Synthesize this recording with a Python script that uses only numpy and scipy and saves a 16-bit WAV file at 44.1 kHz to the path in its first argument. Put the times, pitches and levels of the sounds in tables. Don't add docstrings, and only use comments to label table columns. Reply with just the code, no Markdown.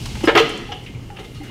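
import sys
import numpy as np
from scipy import signal
from scipy.io import wavfile
from scipy.ndimage import uniform_filter1d

SR = 44100
rng = np.random.default_rng(int(sys.argv[2]) if len(sys.argv) > 2 else 0)


def volts_from_db(level):
    exponent = np.asarray(level, float) / 20
    return 10 ** exponent


def generate_wav(sig):
    pcm = np.round(np.clip(np.atleast_2d(sig).T, -1, 1) * 32767).astype(np.int16)
    wavfile.write(sys.argv[1], SR, pcm)


N = 66150
T = np.arange(N) / SR


def band(x, hz, width):
    q = max(hz / width, 0.3)
    return signal.lfilter(*signal.iirpeak(min(hz, 0.44 * SR), q, fs=SR), x)


def unit(x):
    return x / np.sqrt(np.mean(x ** 2))


def noise_band(hz, width):
    once = band(rng.standard_normal(N), hz, width)
    return unit(band(once, hz, width))


def walk(rate):
    hold = int(SR / rate)
    steps = np.repeat(rng.standard_normal(N // hold + 1), hold)
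    smooth = uniform_filter1d(uniform_filter1d(steps, hold), hold)
    return 1.3 * smooth[:N]


def fade(start, t60, rise):
    u = np.maximum(T - start, 0)
    return (1 - np.exp(-u / rise)) * volts_from_db(-60 * u / t60)


def hall():
    # frequency in Hz, level in dB per Hz.
    spectrum = [(25, -4), (60, -3.5), (140, -5.5), (300, -11), (560, -24), (1400, -32.5), (3800, -33.5),
                (15500, -47)]
    # centre in Hz, width in Hz, level in dB.
    whirr_bands = [(2114, 81, -55), (2900, 460, -51.5), (402, 140, -49.5)]
    hall_db, swell_db, flicker_db = -33, 0.4, 2
    hum_hz, hum_db, hum_wobble_db, whirr_wobble_db = 120.5, -36, 2.2, 3
    air, swell = 0, walk(6.8)
    table_hz, table_db = np.transpose(spectrum)
    for hz in 25 * 2 ** np.arange(0, 9.4, 0.5):
        db = np.interp(np.log(hz), np.log(table_hz), table_db)
        db = db + 10 * np.log10(hz)
        db = db + swell_db * swell + flicker_db * walk(11.97)
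        air = air + volts_from_db(db) * noise_band(hz, hz / 2)
    hum_level = volts_from_db(hum_db + hum_wobble_db * walk(12.76))
    hum = hum_level * np.sin(2 * np.pi * hum_hz * T + 0.5 * walk(8.5))
    whirr = 0
    for hz, width, db in whirr_bands:
        whirr = whirr + volts_from_db(db + whirr_wobble_db * walk(16.0)) * noise_band(hz, width)
    return volts_from_db(hall_db) * unit(air) + hum + whirr


def rumble():
    # centre in Hz, width in Hz, level in dB.
    rolling_bands = [(46, 38, -34.5), (212, 27, -38), (114, 49, -33.5), (4400, 5700, -42),
                     (2900, 1200, -43.5)]
    end_s, fade_s = 0.21, 0.15
    rolling = sum(volts_from_db(db) * noise_band(hz, width) for hz, width, db in rolling_bands)
    return rolling * np.exp(-(np.maximum(T - end_s, 0) / fade_s) ** 2)


def room(x):
    # band centre in Hz, t60 in seconds.
    decays = [(250, 0.99), (500, 0.67), (1200, 0.41), (3000, 0.85), (6500, 1), (13000, 0.17)]
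    room_db, gap_s, build_up_s = -16, 0.0049, 0.0031
    tail = 0
    for hz, t60 in decays:
        noise = unit(band(rng.standard_normal(N), hz, hz))
        tail = tail + np.sqrt(hz) * fade(gap_s, t60, build_up_s) * noise
    tail = tail / np.sqrt(np.sum(tail ** 2)) * 2
    return volts_from_db(room_db) * signal.fftconvolve(x, tail)[:N]


def ticks():
    # start in seconds, centre in Hz, width in Hz, level in dB, t60 in seconds.
    cracks = [(0.0562, 4040, 4800, -28, 0.071), (0.153, 1570, 2050, -33, 0.094),
              (0.206, 1430, 2520, -33, 0.072), (1.36, 4250, 200, -50.5, .2),
              (0.253, 9100, 8000, -33.5, 0.057), (.354, 14100, 600, -41.5, 0.21),
              (0.354, 10100, 7000, -39, 0.2), (.378, 9500, 6030, -43, 0.077),
              (0.492, 7300, 6000, -37, 0.079), (0.575, 6900, 3950, -40, 0.051),
              (.68, 3000, 895, -38.5, 0.11), (0.718, 3000, 686, -31, 0.17),
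              (0.721, 5370, 1540, -40.5, 0.084), (.862, 2570, 1310, -35, 0.14),
              (0.836, 4900, 5800, -50, 0.14), (0.948, 2330, 488, -58, 0.058),
              (1.102, 1530, 1020, -36, 0.036), (1.168, 2900, 700, -38.5, 0.15),
              (1.194, 2420, 4050, -39.5, 0.12), (1.246, 2920, 2490, -41.5, .12),
              (1.346, 3000, 4030, -45, 0.37), (1.435, 2060, 2210, -44, 1), (1.432, 6850, 8900, -49, 0.22),
              (.056, 950, 700, -34.5, 0.071)]
    # start in seconds, centre in Hz, width in Hz, level in dB,
    # t60 in seconds.
    shudders = [
        (1.345, 2820, 150, -54.5, 0.96),
        (.46, 307, 220, -29.5, 0.73),
        (1.19, 360, 230, -36.5, 0.35),
        (0.947, 2290, 210, -43, 0.1),
        (0.83, 2230, 200, -51, 0.15),
        (0.68, 474, 31, -43, 0.76),
        (1.405, 2090, 110, -49.5, 0.9),
    ]
    out = 0
    for start, hz, width, db, t60 in cracks + shudders:
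        once = band(rng.standard_normal(N), hz, width)
        grain = unit(band(once, hz, 0.98 * width))
        out = out + volts_from_db(db) * fade(start, t60, 0.0005) * grain
    return out


def knocks():
    # start in seconds, frequency in Hz, peak in dB, t60 in seconds, push (rise
    # time) in seconds. First the knocks on frame tubes and pads.
    thuds = [(.238, 328, 4, 0.038, 0.0057), (.275, 322, 0, 0.065, 0.0027), (.284, 454, 3.5, 0.047, 0.0043),
             (.352, 339.8, -8.5, 0.21, 0.0025), (.360, 414.6, 3, 0.053, 0.00394),
             (.402, 449.4, -3, 0.15, 0.002), (.277, 563, -13.5, 0.19, 0.0015),
             (.365, 582, -16.5, 0.26, 0.0099), (0.548, 290, -27.5, 0.19, 0.015),
             (.43, 136.6, -15, 0.14, 0.0087), (.153, 880, -21, 0.016, 0.0015),
             (.688, 822, -30, 0.34, 0.0033), (.718, 748, -30.5, 0.23, 0.0012),
             (0.948, 121, -19.5, 0.11, 0.0048), (.95, 233.6, -25.5, 0.088, 0.004),
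             (.98, 98, -28, 0.14, 0.0023), (1.101, 820, -32.5, 0.15, 0.001),
             (1.188, 770, -34, 0.19, 0.0025), (1.345, 145.5, -23.5, 0.17, 0.0086),
             (1.366, 109, -22, 0.086, 0.0033), (1.402, 295, -22, 0.14, 0.005),
             (1.41, 794, -29, 0.087, 0.0049), (1.468, 241, -32.5, 0.19, 0.013)]
    plate_rings = [(.352, 1240, -11, 0.28, 0.009), (.352, 1290, -14, 0.19, .006),
                   (.372, 2032, -14, 0.15, 0.0064), (0.43, 280, -20, 0.19, 0.011),
                   (.276, 1300, -15, 0.12, 0.0044), (0.23, 530, -20, 0.047, 0.0072),
                   (.37, 970, -26, 0.16, 0.013), (.278, 1625, -14.5, .14, 0.0055),
                   (.278, 770, -17, 0.16, 0.0035), (.28, 2160, -15.5, .1, 0.0032),
                   (.285, 922, -22.5, .25, 0.0069), (.282, 1765, -16.5, .12, .005),
                   (.355, 750, -15, 0.18, 0.01), (.358, 2150, -19, .09, .005), (.356, 2725, -20, .1, .004),
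                   (.378, 1230, -15.5, 0.13, .004), (.376, 1435, -15, .14, .004),
                   (0.29, 2300, -26.5, .1, 0.0037), (0.3234, 345, -21, 0.21, .01),
                   (.325, 580, -21, 0.17, 0.0045), (.485, 420, -29, 0.23, .01),
                   (.49, 730, -31.5, 0.19, 0.0053), (0.41, 2007, -36, .12, .004),
                   (.575, 345, -27.5, .2, 0.0076), (0.61, 252, -29, 0.24, .01),
                   (.43, 441, -24, 0.43, 0.012), (.718, 1640, -35.5, 0.1, 0.0039)]
    small_tones = [(.862, 2130, -44.5, 0.13, 0.0034), (.862, 3080, -44, 0.085, 0.0018),
                   (.234, 557, -23.5, 0.1, 0.0027), (.188, 2794, -34, .06, .003), (.21, 2980, -36, .1, 0.0043),
                   (.167, 841, -31.5, 0.09, 0.0033), (.208, 840, -32, .05, 0.0019),
                   (1.165, 3010, -39, 0.068, .003), (1.187, 2840, -38, 0.16, .004), (1.19, 2086, -44, .2, .004),
                   (1.24, 2105, -46, .3, .006), (1.243, 3450, -41, .08, .003), (1.255, 3705, -49, .12, .004),
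                   (1.362, 4216, -46, .2, .006), (1.365, 2887, -46, 0.11, .004), (1.34, 2860, -50, .12, .003),
                   (1.345, 1252, -48, 0.41, 0.0051), (1.37, 3710, -51, .15, .004), (1.41, 2870, -47, .25, .006),
                   (1.448, 6127, -48, .1, 0.0054), (1.465, 2870, -44, 0.33, .006),
                   (1.497, 950, -34, .05, 0.0016),
                   (.251, 5090, -23, .09, .003), (.536, 3085, -27, .12, .004), (.512, 3050, -30, .08, .003),
             (.556, 3110, -31, .07, .002), (.719, 2930, -33, .16, .003), (.719, 3200, -34, .12, .003),
             (.883, 2570, -38, .07, .006), (.868, 2500, -41, .1, .004), (.398, 295, -20, .12, .006),
             (1.115, 785, -41, .35, .01), (.231, 820, -24, .07, .003)]
    rough = 1 + 0.15 * walk(150)
    out = 0
    for start, hz, db, t60, push in thuds + plate_rings + small_tones:
        tone = np.sin(2 * np.pi * hz * (T - start))
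        out = out + volts_from_db(db) * fade(start, t60, push) * tone
    return rough * out


def clanks():
    # start in seconds, chatter length in seconds, first-set level in dB,
    # second-set level in dB, sizzle level in dB.
    landings = [
        (0.235, 0.024, -33.5, -33, -35.5),
        (0.272, 0.026, -20, -26, -36.5),
        (0.281, 0.022, -22, -38, -45),
        (0.35, 0.022, -17, -24, -42),
        (0.372, 0.012, -18, -10, -23),
        (0.386, .028, -56, -18.5, -30),
        (0.715, 0.02, -39.5, -44, -61),
        (1.162, 0.029, -50.5, -49, -79),
        (1.184, 0.037, -48.5, -47.5, -53),
        (1.239, 0.012, -57, -49, -52),
    ]
    # frequency in Hz, width in Hz, level in dB.
    first_set = [(750, 180, 0.5), (983, 6.3, -4.5), (1060, 67, -4.5), (1427, 42, 0.5), (1633, 42, 2.5),
                 (1846, 94, 2.5), (2108, 27, -11), (2520, 100, -3.5), (2870, 29, -6.5), (3000, 64, -3),
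                 (3216, 12, -8), (3660, 9.8, -5), (4260, 35, -47), (5000, 31, -34)]
    # frequency in Hz, width in Hz, level in dB.
    second_set = [(806, 17, -9.5), (995, 10, -2), (1248, 30, -2), (1643, 143, 1.5), (2030, 57, -3),
                  (2520, 58, -6), (2735, 95, 0.5), (3102, 28, 1.5), (3180, 18, -6), (3454, 93, -2),
                  (4093, 160, -6.5), (4630, 35, -12), (4900, 210, -11.5), (5660, 400, -4.5)]
    chatter_per_s, chatter_db, ring_share, plate_top_hz = 5000, 2.5, 1.0, 4180
    sizzle_hz, sizzle_width_hz = 5500, 1730

    strikes = rng.random(N) < chatter_per_s / SR
    strength = volts_from_db(chatter_db * rng.exponential(size=N))
    hits = unit(strikes * strength * rng.choice([-1, 1], N))
    drive = np.zeros((3, N))
    for start, length, first_db, second_db, sizzle_db in landings:
        u = (T - start) / length
        burst = np.clip(u / 0.065, 0, 1) * np.exp(-np.maximum(u, 0) ** 2)
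        levels = volts_from_db([first_db, second_db, sizzle_db])
        drive += np.outer(levels, burst) * hits

    out = 0
    for push, plate in zip(drive, (first_set, second_set)):
        for k, (hz, width, db) in enumerate(plate):
            wide = ring_share * width + 45
            gain = volts_from_db(db + 5.5) * np.sqrt(SR / (20 * wide))
            out = out + (-1) ** k * gain * band(push, hz, wide)
        out = out + volts_from_db(6) * band(push, 1200, 2900)
    low_pass = signal.butter(2, plate_top_hz, fs=SR, output="sos")
    dull = signal.sosfilt(low_pass, out)
    return dull + 3 * band(drive[2], sizzle_hz, sizzle_width_hz)


def duck():
    start_s, drop_db, drop_time_s, recover_db_per_s = 0.39, -5, 0.079, 1.1
    u = np.maximum(T - start_s, 0)
    return volts_from_db(drop_db * (1 - np.exp(-u / drop_time_s)) + recover_db_per_s * u)


def scene():
    frame_room_db = -4
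    plates, frame, small = clanks(), knocks(), ticks()
    wet = room(plates + small + volts_from_db(frame_room_db) * frame)
    machine = plates + frame + small + wet
    return (machine / duck() + hall() + rumble())[None]


def band_limit(x):
    return signal.sosfilt(signal.butter(12, 15890, fs=SR, output="sos"), x)


def record(dry):
    ceiling, top_hz = 1.15, 15800
    soft = ceiling * np.tanh(dry * duck() / ceiling)
    top_cut = signal.ellip(8, 0.2, 60, top_hz, fs=SR, output="sos")
    return band_limit(signal.sosfilt(top_cut, soft))


dry = scene()
out = record(dry)
generate_wav(out)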